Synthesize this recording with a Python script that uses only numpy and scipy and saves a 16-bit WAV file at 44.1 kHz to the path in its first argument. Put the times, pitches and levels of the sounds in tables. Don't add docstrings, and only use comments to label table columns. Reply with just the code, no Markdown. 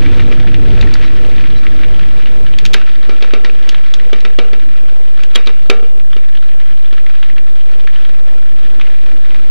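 import sys
import numpy as np
from scipy import signal
from scipy.fft import rfft, irfft, next_fast_len
from scipy.io import wavfile
from scipy.ndimage import uniform_filter1d

SR = 44100
rng = np.random.default_rng(int(sys.argv[2]) if len(sys.argv) > 2 else 0)


def transcribe(u):
    v = np.clip(np.atleast_2d(u).T, -1, 1)
    q = np.round(v * 32767).astype(np.int16)
    wavfile.write(sys.argv[1], SR, q)


N = 418950
TIME = np.arange(N) / SR


def undb(db):
    return 10 ** (np.asarray(db) / 20)


def unit(x, count=N):
    return x / np.sqrt(np.mean(x[:count] ** 2))


def colour(x, spectrum):
    size = next_fast_len(len(x) + 8192, real=True)
    hz, db = np.transpose(spectrum)
    log_gain = np.interp(np.log(np.fft.rfftfreq(size, 1 / SR) + 1), np.log(hz), np.log(undb(db)))
    cepstrum = irfft(log_gain, size)
    cepstrum[1:size // 2] *= 2
    cepstrum[size // 2 + 1:] = 0
    return irfft(rfft(x, size) * np.exp(rfft(cepstrum)), size)[:len(x)]


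def resonate(x, hz, width_hz):
    return signal.lfilter(*signal.iirpeak(hz, hz / width_hz, fs=SR), x)


def walk(rate_hz):
    hold = max(int(SR / rate_hz), 1)
    steps = np.repeat(rng.standard_normal(N // hold + 1), hold)
    return unit(uniform_filter1d(uniform_filter1d(steps, hold), hold)[:N])


def fade(t, t60_s):
    return np.exp(-np.log(1000) * t / max(t60_s, 1 / SR))


def impacts(count, per_s, spread_db):
    strength = np.minimum(rng.exponential(size=count), 4)
    return (rng.random(count) < per_s / SR) * rng.choice([-1, 1], count) * undb(spread_db * strength)


def scrape(t, t60_s, attack_s):
    return rng.choice([-1, 1], len(t)) * fade(t, t60_s) * (1 - np.exp(-t / attack_s))


def shaken_modes(drive, modes, width_hz):
    t = TIME[:len(drive)]
    return sum(undb(db) * unit(resonate(drive, hz, width_hz)) * fade(t, t60_s) for hz, db, t60_s in modes)


def add(track, start_s, sound):
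    start = max(int(start_s * SR), 0)
    track[start:start + len(sound)] += sound[:N - start]


def hiss_and_whine():
    hiss_spectrum = [(20, 26.5), (200, 14.5), (450, 2.5), (1000, -0.5), (3000, 0), (15000, 3)]  # f/Hz, gain/dB
    whine_bands = [(10940, 250, -66), (14730, 350, -62)]  # f/Hz, width/Hz, level/dB
    hiss = np.array([unit(colour(rng.standard_normal(N), hiss_spectrum)) for _ in range(2)])
    whine = 0
    for hz, width_hz, db in whine_bands:
        band = resonate(rng.standard_normal(N), hz, width_hz)
        whine += undb(db) * unit(resonate(band, hz, width_hz))
    return undb(-52.5) * hiss + whine * np.array([[.6], [-1.3]])


def wind():
    eddy_spectrum = [(10, 1.5), (45, 0.5), (140, -5), (230, -11), (450, -16), (900, -33), (2500, -88)]  # f/Hz, gain/dB
    airflow = [(0.0, -27), (0.76, -22), (0.95, -29.5), (1.82, -34), (2.17, -34), (2.7, -35.5), (2.88, -42),
               (3.36, -44.5), (5.0, -47), (5.53, -46.5), (6.82, -50), (7.28, -49), (9.5, -46)]
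    eddies = unit(colour(rng.standard_normal(N), eddy_spectrum) * undb(1.64 * walk(rate_hz=16)))
    return undb(np.interp(TIME, *np.transpose(airflow)) + 3.0) * eddies


def tyre_drum():
    casing_modes = [(394, 61, 0.5), (480, 72, 4.5), (597, 37, -6.5)]  # f/Hz, width/Hz, gain/dB
    drumming = unit(impacts(N, per_s=1500, spread_db=4.5)) * undb(3.0 * walk(rate_hz=14))
    return unit(sum(undb(db) * resonate(drumming, hz, width_hz) for hz, width_hz, db in casing_modes))


def tyre_hum():
    cavity_hz = 315
    ringing = resonate(rng.standard_normal(N), cavity_hz, width_hz=20)
    ringing = resonate(ringing, cavity_hz, width_hz=60)
    return unit(ringing * undb(2.1 * walk(rate_hz=11)))


def gravel():
    crunch_spectrum = [(150, -5.5), (500, -5), (900, -5), (1300, 0), (1850, 1), (2150, -0.5), (2370, 2.5),
                       (2700, -2), (3400, -2), (4500, -10.5), (6000, -19), (8000, -30.5), (15000, -52)]
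    grit = unit(impacts(N, per_s=8000, spread_db=1.0))
    slips = np.abs(impacts(N, per_s=47, spread_db=1.5))
    crunches = unit(signal.fftconvolve(slips, fade(TIME[:SR // 5], t60_s=0.048))[:N])
    pebbles = sum(resonate(impacts(N, per_s=40, spread_db=1.5), hz, width_hz=hz / 8)
                  for hz in np.geomspace(1400, 3800, 6))
    contact = (grit + undb(-9) * unit(pebbles)) * (1 + 0.58 * crunches)
    return unit(colour(contact, crunch_spectrum) * undb(1.3 * walk(rate_hz=25)))


def brake_disc():
    rubs = [(1.06, -39), (1.58, -38)]  # t/s, level/dB
    disc_modes = [(3950, 6), (4700, -13), (5550, -8)]  # f/Hz, gain/dB
    shimmer = sum(undb(db) * resonate(rng.standard_normal(N), hz, width_hz=54) for hz, db in disc_modes)
    return unit(shimmer) * sum(undb(db) * np.exp(-((TIME - s) / 0.02) ** 2) for s, db in rubs)


def snaps(events, spectrum, t60_s, width_hz, broad_db, scatter_db):
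    track, t = np.zeros(N), TIME[:SR // 10]
    for start_s, db, hz in events:
        burst = scrape(t, t60_s, attack_s=0.0005)
        scatter = unit(impacts(len(t), per_s=3000, spread_db=3.0)) * fade(t, t60_s=0.1)
        burst += undb(scatter_db) * scatter
        snap = colour(resonate(burst, hz, width_hz) + undb(broad_db) * burst, spectrum)
        add(track, start_s, undb(db) * unit(snap, count=150))
    return track


def stone_pops(crunch_db):
    large_stones = [(0.0607, -11.5, 2280), (0.195, -12.5, 2280), (0.5425, -12, 2460), (0.8266, -11, 2190),
                    (0.8719, -16, 1830), (0.9535, -13.5, 1510), (1.381, -17, 3010), (1.6666, -11, 2090),
                    (1.8342, -14.5, 2300), (1.844, -19.5, 2190), (1.993, -18.5, 2820), (2.257, -17, 2840),
                    (2.2707, -19.5, 2160), (2.4643, -19.5, 3070), (2.5375, -18, 3060), (2.752, -16, 1650),
                    (2.814, -16.5, 1420), (3.3076, -19, 2330), (3.497, -14.5, 2490), (3.7446, -12.5, 3090),
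                    (3.9975, -18.5, 1960), (5.9977, -25.5, 2470), (6.1302, -18, 3200), (6.3505, -23, 2890),
                    (6.371, -21, 3130), (6.8568, -26, 3460), (6.98, -19.5, 1820), (7.0634, -18.5, 2050),
                    (7.2281, -15.5, 3200), (7.2993, -21.5, 1980), (7.3805, -19, 2420),
                    (7.8725, -15.5, 1800), (7.9591, -19.5, 3100), (8.0494, -21, 3140),
                    (8.7974, -20.5, 3270), (8.812, -13.5, 2480)]
    pop_spectrum = [(200, -1.5), (900, 2), (1600, 10.5), (3700, 8), (4800, -8.5), (6800, -17.5),
                    (8500, -47), (15000, -36)]
    small_per_s, small_hz, spread_octaves = 1.8, 2460, 0.38
    draws = rng.standard_normal((int(small_per_s * N / SR), 2))
    starts = rng.integers(0, N, len(draws))
    small_stones = [(TIME[i], crunch_db[i] + 16.5 + 1.5 * size, small_hz * 2 ** (spread_octaves * pitch))
                    for i, (size, pitch) in zip(starts, draws)]
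    stones = list(large_stones) + small_stones
    return snaps(stones, pop_spectrum, t60_s=0.017, width_hz=290, broad_db=-7.5, scatter_db=-13.5)


def bright_ticks():
    events = [(0.8115, -7.5, 3520), (0.939, -10, 4600), (2.5865, -6.5, 3160), (2.6526, -5, 3340),
              (2.6611, -8, 3100), (2.7335, -6, 3530), (2.738, -2, 3570), (3.691, -6, 3300),
              (3.9389, -6, 3720), (4.2055, -19.5, 3450), (5.2345, -13.5, 3270), (5.3503, -10.5, 3100),
              (5.4612, -22, 3700)]
    tick_spectrum = [(200, 4), (1000, -6), (2400, 2.5), (4600, 0), (7200, -4.5), (8500, -18), (15000, -21)]  # f/Hz, gain/dB
    return snaps(events, tick_spectrum, t60_s=0.014, width_hz=1200, broad_db=-10.5, scatter_db=-20.5)


def gear_clacks():
    strikes = [(0.314, -25, 2330, -7), (2.7416, -1.5, 1560, -38), (3.0934, -21.5, 2060, -7.5),
               (3.2238, -14, 2230, -19), (3.3358, -14, 2400, -9), (3.4463, -13, 1940, -20.5),
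               (4.13, -14, 2980, -14), (4.2502, -15, 2400, -16), (4.3875, -10, 3080, -11.5),
               (4.5312, -21, 2010, -14.5), (5.3556, 1, 3210, -32), (5.471, -11.5, 3680, -22),
               (5.6984, 1, 2530, -16), (5.828, -37.5, 1790, 1.5), (6.1648, -24.5, 2860, -14.5),
               (6.927, -28, 1650, -13)]
    crack_spectrum = [(150, -36), (900, -13), (1400, -6), (2400, 1), (3500, 4.5), (4800, -4.5), (7000, -22),
                      (9000, -33.5), (15000, -42)]
    rattle_spectrum = [(100, -9.5), (430, 9), (900, -3.5), (1350, 2.5), (1800, 2.5), (2500, 2.5),
                       (3500, -10), (5000, -12.5), (8000, -29), (15000, -68)]
    thud_modes = [(412, 3, 0.017), (550, -6.5, 0.024), (1250, 1, 0.019)]
    ring_modes = [(167, -6.5, 0.25), (258, -10, 0.39), (404, -5, 0.37), (468, -0.5, 0.37), (632, -9, 0.26),
                  (723, -13, 0.41), (1200, -14.5, 0.42), (1350, -7.5, 0.27), (2320, 1.5, 0.094),
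                  (3090, -2.5, 0.11)]
    sprocket_modes = [(2020, -3, 0.13), (2330, -2, 0.32), (2610, -2.5, 0.26), (2800, -9, 0.75),
                      (3380, -18, 0.14), (3700, 2, 0.19)]
    slack_db = -7
    track, t = np.zeros(N), TIME[:SR // 3]
    for start_s, db, hz, blow_db in strikes:
        contact = scrape(t, t60_s=0.026, attack_s=0.00085)
        crack = resonate(contact, hz, width_hz=230) + undb(-9.0) * contact
        crack = unit(colour(crack, crack_spectrum), count=300)
        thud = sum(undb(mode_db) * np.sin(2 * np.pi * mode_hz * t) * fade(t, t60_s)
                   for mode_hz, mode_db, t60_s in thud_modes)
        thud = resonate(thud, hz=426, width_hz=450)
        links = impacts(len(t), per_s=1500, spread_db=4.5)
        rattle = unit(colour(links, rattle_spectrum)) * fade(t, t60_s=0.18)
        shaking = colour(impacts(len(t), per_s=700, spread_db=0.5), rattle_spectrum)
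        ring = shaken_modes(shaking, ring_modes, width_hz=22)
        jingle = shaken_modes(shaking, sprocket_modes, width_hz=90)
        chain = undb(-13) * (rattle + undb(-11.0) * jingle) / np.hypot(1, undb(db - slack_db))
        frame = undb(blow_db) * (undb(13) * thud + undb(-5.5) * ring)
        add(track, start_s, undb(db) * (undb(-8) * crack + chain + frame))
    return track


def scene():
    roll = [(0.0, -32.5), (0.47, -40), (0.76, -38.5), (1.16, -41.5), (1.74, -41.5), (2.27, -45.5),
            (3.36, -46), (3.75, -45.5), (4.21, -51.5), (4.34, -53), (4.66, -48), (5.84, -50.5),
            (6.69, -54.5), (9.5, -46.5)]
    patches = [(0.91, 0.26, 3.5), (1.655, 0.091, 0), (3.62, 0.24, 1.5), (4.682, .12, -3.5),
               (5.95, 0.23, -3.5), (6.687, .1, 5.5), (7.186, 0.15, 6), (8.013, 0.087, 4.5),
               (9.45, .2, -2.5)]
    roll_db = np.interp(TIME, *np.transpose(roll)) + 46
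    loose_db = sum(db * np.exp(-((TIME - s) / half_s) ** 2) for s, half_s, db in patches)
    crunch_db = -40.5 + 0.73 * roll_db + loose_db
    drum = undb(-44 + 0.75 * roll_db) * tyre_drum()
    hum = undb(-46 + 1.43 * roll_db) * tyre_hum()
    crunch = undb(crunch_db) * gravel()
    air = wind()
    ticks = undb(-11.0) * bright_ticks()
    metal = gear_clacks() + brake_disc()
    noise_floor = hiss_and_whine()
    stones = undb(-10.0) * stone_pops(crunch_db)
    return noise_floor + air + drum + hum + crunch + stones + ticks + metal


def record(dry):
    offset = np.array([[-.707], [.707]])
    top_hz = 15100
    clipped = np.clip(dry + offset, -1, 1) - offset
    lowpass = signal.ellip(10, .2, 70, top_hz, fs=SR, output="sos")
    return offset + signal.sosfilt(lowpass, clipped)


dry = scene()
out = record(dry)
transcribe(out)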